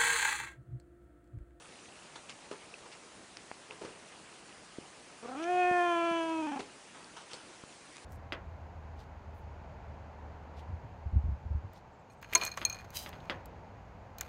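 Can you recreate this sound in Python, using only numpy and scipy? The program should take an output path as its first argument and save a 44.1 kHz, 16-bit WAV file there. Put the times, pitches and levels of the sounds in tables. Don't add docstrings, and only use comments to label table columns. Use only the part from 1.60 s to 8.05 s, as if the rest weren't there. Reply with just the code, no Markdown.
import sys
import numpy as np
from scipy import signal
from scipy.io import wavfile
from scipy.ndimage import uniform_filter1d

SR = 44100
rng = np.random.default_rng(int(sys.argv[2]) if len(sys.argv) > 2 else 0)


def generate_wav(signal):
    frames = np.transpose(np.atleast_2d(signal))
    scaled = np.clip(frames, -1, 1) * 32767
    pcm = np.round(scaled).astype(np.int16)
    wavfile.write(sys.argv[1], SR, pcm)


N = 284356

# t/s, pitch f/Hz, level of the fundamental/dB
CALL = [(3.62, 229, -64), (3.63, 232, -53), (3.652, 238, -51), (3.745, 279, -45.5), (3.77, 297, -41),
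        (3.805, 326, -38.5), (3.85, 343, -39.5), (3.9, 360, -36), (4.1, 358.5, -34.5), (4.24, 349, -34.5),
        (4.37, 339, -35), (4.47, 338, -36), (4.56, 333, -36.5), (4.65, 328, -38), (4.72, 324.5, -36),
        (4.8, 318.5, -35), (4.9, 307, -38), (4.98, 288, -41), (5.02, 245, -58)]
# t/s, first resonance f/Hz, level/dB,
# second resonance f/Hz, level/dB, lift of the third and fifth/dB, lift of the throat resonances/dB
JAW_AND_TONGUE = [(3.63, 446, 6, 1230, -3.5, -7, -12), (3.73, 704, 6, 1320, -3, -23, -10),
                  (3.78, 740, -5.5, 1260, -9, -9, -4), (3.88, 733, 1, 1660, -6, -11, -8),
                  (3.94, 680, 7, 1600, -10.5, -5.5, -3), (4.03, 734, 6, 1630, -4.5, 2, -1.5),
                  (4.16, 800, 7.5, 1700, -1, -6.5, -6), (4.3, 853, 7.5, 1560, -5, -5.5, 1),
                  (4.43, 810, 5.5, 1480, -5.5, 0.5, -3.5), (4.58, 810, 6, 1530, -6.5, -1.5, 3.5),
                  (4.72, 815, 2.5, 1430, -14.5, -6.5, -4), (4.82, 824, -2.5, 1310, -19, -9.5, -12),
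                  (4.9, 846, -2.5, 1690, -14, -9.5, -7), (5.0, 830, 3.5, 1450, -10, -7, -3)]
# t/s, dip/dB, pitch drop (share of the pitch)
PURR_PINCHES = [(3.671, 14, .06), (3.709, 7, .11), (3.747, 3.5, .12), (3.79, 1, .03), (4.822, 1, .045),
                (4.868, 1.5, .11), (4.914, 4, .16), (4.957, 8, .14), (4.989, 13, .12)]
MOVING_WIDTHS = (144, 212)
# f/Hz, width/Hz, level over the fundamental/dB
THIRD_RESONANCE = (2492, 150, -5)
FIFTH_RESONANCE = (4300, 250, -34)
THROAT_RESONANCES = [(3042, 138, -12.5), (3400, 200, -24), (6120, 420, -32.5)]
CREAK_STEADY, CREAK_IN, CREAK_OUT = .04, .62, .85
CREAK_IN_S, CREAK_OUT_S = .16, .065

# t/s, level before a final factor of 0.4/dB, rise/s,
# time to fall 60 dB/s, lift of the upper body modes/(dB per octave), treble over body/dB, treble f/Hz
PAW_CONTACTS = [(0.553, -40.5, .006, 0.13, 15, -2.5, 3560), (0.6944, -44, 0.00098, 0.13, 10, 9, 2400),
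                (.912, -30.5, 0.0028, .16, 1, -20, 2500), (1.253, -43.5, 0.0093, 0.11, 4, -24, 3020),
                (1.3, -57.5, 0.028, 0.15, 5, 15, 2480), (2.096, -38.5, 0.015, 0.19, 2.5, -24, 2660),
                (2.21, -37, 0.0078, 0.53, -5, -23, 2500), (2.241, -33.5, .0085, 0.17, -18, -26, 3000),
                (3.814, -56, 0.021, 0.082, -3, 14.5, 2980), (4.989, -35, 0.0072, 0.2, -4, -4, 2380),
                (5.34, -44.5, 0.0096, 0.53, 16, -27, 2500), (5.561, -42, 0.0071, 0.35, 27, -3.5, 3000),
                (5.691, -45.5, 0.025, 0.65, 23, 0.5, 2940), (5.7328, -37.5, .0016, 0.14, -17, 1, 4470)]
# f/Hz, width/Hz, level/dB
CABINET_MODES = [(250, 120, -9.5), (422, 123, 7), (560, 200, -32), (920, 150, -1.5), (1255, 330, -14.5)]
# multiple of the treble f, width/Hz, level/dB
CLAW_MODES = [(.45, 1200, -12), (1.0, 1700, 5), (1.7, 2300, -2), (2.8, 4000, -17)]

# t/s, peak of the main swing/dB, f/Hz,
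# length/cycles, overtone over main swing/dB
FINGER_KNOCKS = [(.695, -31, 3040, .55, -8), (1.1405, -36.5, 2580, 4, -25),
                 (1.7701, -35.5, 2080, 0.69, 4.5), (1.9146, -28, 820, 0.49, -7),
                 (2.1092, -32, 2580, 1.7, -25), (3.1851, -29.5, 304, 0.48, -18),
                 (3.8403, -38.5, 2370, 3.5, -2.5), (4.1123, -30.5, 233, .34, -2.5),
                 (4.512, -38, 220, 0.6, -18), (5.005, -28, 1311, 0.2, -22), (5.4445, -41, 4750, 2.5, -30),
                 (5.734, -25.5, 4300, 0.54, -20), (6.0374, -35.5, 340, 0.17, 0),
                 (6.126, -41, 3070, .59, -8), (6.3608, -37, 2960, .39, -8), (6.368, -33, 3000, 0.28, 0),
                 (6.382, -35, 2500, 0.23, -6)]
OVERTONE_RATIO, OVERTONE_LAG_S = 2.43, 0.00089
OVERTONE_CYCLES = 1.8

# start t/s, end t/s, level/dB
TICKING_SPELLS = [(-.3, 1.2, -42.5), (2.1, 2.9, -43), (2.9, 6.0, -49)]
STEP_PATTERN = (-13, -12, 6, -15)
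DRIVE_PER_S, DRIVE_START_S = 119.88, .0068
DRIVE_FADE_DB_PER_S = 126

# f/Hz, level/(dB per Hz)
HISS_COLOUR = [(15, -31), (25, -3), (124, -6.5), (152, 0.5), (239, -4.5), (322, 0), (356, -1.5),
               (470, -3.5), (684, -3.5), (1690, -8), (2460, -8.5), (3320, -12), (10000, -15), (13000, -113),
               (22000, -120)]
HISS_DB = -54
ROOM_DB = -22
EDGE_HZ = 10150


def meow():
    t = np.arange(CALL[0][0], CALL[-1][0], 1 / SR)
    hz, level_db = curve(CALL, t)
    for s, dip_db, drop in PURR_PINCHES:
        dip_width_s = np.where(t < s, .009, .003)
        level_db = level_db - dip_db * np.exp(-((t - s) / dip_width_s) ** 2)
        hz = hz * (1 - drop * np.exp(-abs(t - s) / .018) * (t > s))

    creak = CREAK_STEADY + CREAK_IN * np.exp(-((t - t[0]) / CREAK_IN_S) ** 2)
    creak = creak + CREAK_OUT * np.exp((t - t[-1]) / CREAK_OUT_S)
    pitch_wobble, level_wobble = smooth_random((2, len(t)), 200, 100)
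    drift = smooth_random(len(t), 1500, 700)
    sung_hz = uniform_filter1d(hz, size=200) * (1 + .045 * creak * pitch_wobble + .003 * drift)
    turns = np.cumsum(sung_hz) / SR

    first_hz, first_db, second_hz, second_db, third_db, top_db = curve(JAW_AND_TONGUE, t)
    shapes = [(first_hz, MOVING_WIDTHS[0], first_db), (second_hz, MOVING_WIDTHS[1], second_db)]
    shapes += [(f, w, db + third_db) for f, w, db in (THIRD_RESONANCE, FIFTH_RESONANCE)]
    shapes += [(f, w, db + top_db) for f, w, db in THROAT_RESONANCES]

    voice = np.cos(2 * np.pi * turns)
    shimmer = evened(uniform_filter1d(rng.standard_normal((22, len(t) // 64 + 1)), size=25))
    for k, chance in enumerate(shimmer, 2):
        tract = 0
        for j, (f, w, db) in enumerate(shapes):
            tract = tract + (-1) ** j * gain_of(db) / (1 + 1j * (k * hz - f) / w) ** 2
        waver = gain_of(.5 * np.interp(np.arange(len(t)), np.arange(len(chance)) * 64, chance))
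        blur = evened(uniform_filter1d(rng.standard_normal((2, len(t))), size=260))
        smear = (.014 * k + .5 * creak) * (blur[0] + 1j * blur[1])
        waver = waver * (1 - .4 * creak + smear)
        voice = voice + (waver * tract * np.exp(2j * np.pi * k * turns)).real

    air = rng.standard_normal(len(t)) * (0.21 + np.cos(np.pi * turns) ** 2)
    breath = resonate(air, 630, 900) + 0.86 * resonate(air, 2000, 1200)
    breath = evened(breath + 0.25 * resonate(air, 6000, 1500))
    voice = voice + gain_of(-25 + 12.0 * creak) * breath

    loudness = np.sqrt(2) * gain_of(level_db + 2.5 * creak * level_wobble)
    out = np.zeros(N)
    add(out, t[0], loudness * voice * signal.windows.tukey(len(t), .012))
    return out


def paws():
    out, t = np.zeros(N), np.arange(SR // 3) / SR
    for s, db, rise, t60, lift_db, treble_db, hz in PAW_CONTACTS:
        grains = gain_of(2.5 * rng.standard_normal(len(t) // 50 + 1)).repeat(50)[:len(t)]
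        grit = rng.standard_normal(len(t)) * grains
        body = evened(sum(gain_of(d + lift_db * np.log2(f / 420)) * resonate(grit, f, w)
                          for f, w, d in CABINET_MODES))
        treble = evened(sum(gain_of(d) * resonate(resonate(grit, k * hz, w), k * hz, w)
                            for k, w, d in CLAW_MODES))
        shape = np.minimum(t / rise, 1) * gain_of(-60 * np.maximum(t - rise, 0) / t60)
        burst = body + gain_of(treble_db) * treble * shape ** .25
        add(out, s, .4 * gain_of(db) * shape * burst)
    return out


def knocks():
    out, t = np.zeros(N), np.arange(1500) / SR
    for s, db, hz, cycles, overtone_db in FINGER_KNOCKS:
        add(out, s, gain_of(db) * swing(hz, cycles, t))
        overtone = swing(OVERTONE_RATIO * hz, OVERTONE_CYCLES * cycles, t)
        add(out, s + OVERTONE_LAG_S, gain_of(db + overtone_db) * overtone)
    return out


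def swing(hz, cycles, t):
    u = hz * t / cycles
    x = np.sin(2 * np.pi * hz * t) * u * np.exp(-1.6 * u)
    return x / abs(x).max()


def drive():
    at = np.arange(DRIVE_START_S, N / SR, 1 / DRIVE_PER_S)
    spells = []
    for start, end, db in TICKING_SPELLS:
        outside_s = np.maximum(np.maximum(start - at, at - end), 0)
        spells.append(db - DRIVE_FADE_DB_PER_S * outside_s)
    step_db = np.max(spells, axis=0) + np.resize(STEP_PATTERN, len(at))
    step_db = step_db + 3.0 * rng.standard_normal(len(at))
    steps = np.zeros(N)
    steps[(at * SR).astype(int)] = gain_of(step_db)
    t = np.arange(400) / SR
    ring = np.sin(2 * np.pi * 2750 * t) * (t / 0.0016) * np.exp(1 - t / 0.00042)
    return np.convolve(steps, ring)[:N]


def room(x):
    taps, at = np.zeros(SR // 2), np.arange(200, SR // 2 - 20, 20)
    taps[at + rng.integers(0, 20, len(at))] = rng.choice([-1., 1.], len(at))
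    t = np.arange(len(taps)) / SR
    low = uniform_filter1d(taps, size=12)
    high = taps - low
    tail = low * gain_of(-60 * t / 0.48) + 0.3 * high * gain_of(-60 * t / 0.6)
    return signal.fftconvolve(x, tail / np.linalg.norm(tail))[:N]


def hiss(colour, patchy_db):
    frames, hz = N // 256 + 5, np.fft.rfftfreq(1024, 1 / SR)
    a, b, patches = rng.standard_normal((frames, 513, 3)).T
    patches = uniform_filter1d(patches, size=14, axis=0)
    patches = evened(uniform_filter1d(patches, size=8, axis=1))
    f, db = np.transpose(colour)
    colour_db = np.interp(np.log(hz + 1), np.log(f + 1), db)[:, None]
    spectra = (a + 1j * b) * gain_of(colour_db + patchy_db * patches)
    return evened(signal.istft(spectra, nperseg=1024, noverlap=768)[1][:N])


def gain_of(db):
    return 10 ** (np.asarray(db) / 20)


def evened(x):
    return x / np.sqrt(np.mean(x ** 2) + 1e-20)


def smooth_random(shape, first_size, second_size):
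    x = uniform_filter1d(rng.standard_normal(shape), size=first_size)
    return evened(uniform_filter1d(x, size=second_size))


def curve(rows, t):
    s, *columns = np.transpose(rows)
    return [np.interp(t, s, c) for c in columns]


def add(mix, s, sound):
    part = mix[round(s * SR):][:len(sound)]
    part += sound[:len(part)]


def resonate(x, hz, width):
    r = np.exp(-np.pi * width / SR)
    return 2 * signal.lfilter([1 - r], [1, -r * np.exp(2j * np.pi * hz / SR)], x).real


def scene():
    cat = meow() + paws()
    case = knocks() + drive()
    background = gain_of(HISS_DB) * hiss(HISS_COLOUR, patchy_db=1.49)
    return (cat + gain_of(ROOM_DB) * room(cat) + case + background)[None]


def record(dry):
    thin = signal.sosfilt(signal.butter(1, 90, "high", fs=SR, output="sos"), dry)
    band_limit = signal.firwin(1023, EDGE_HZ, window=("kaiser", 9), fs=SR)
    return signal.oaconvolve(thin, band_limit[None], "same")


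dry = scene()
out = record(dry)
generate_wav(out)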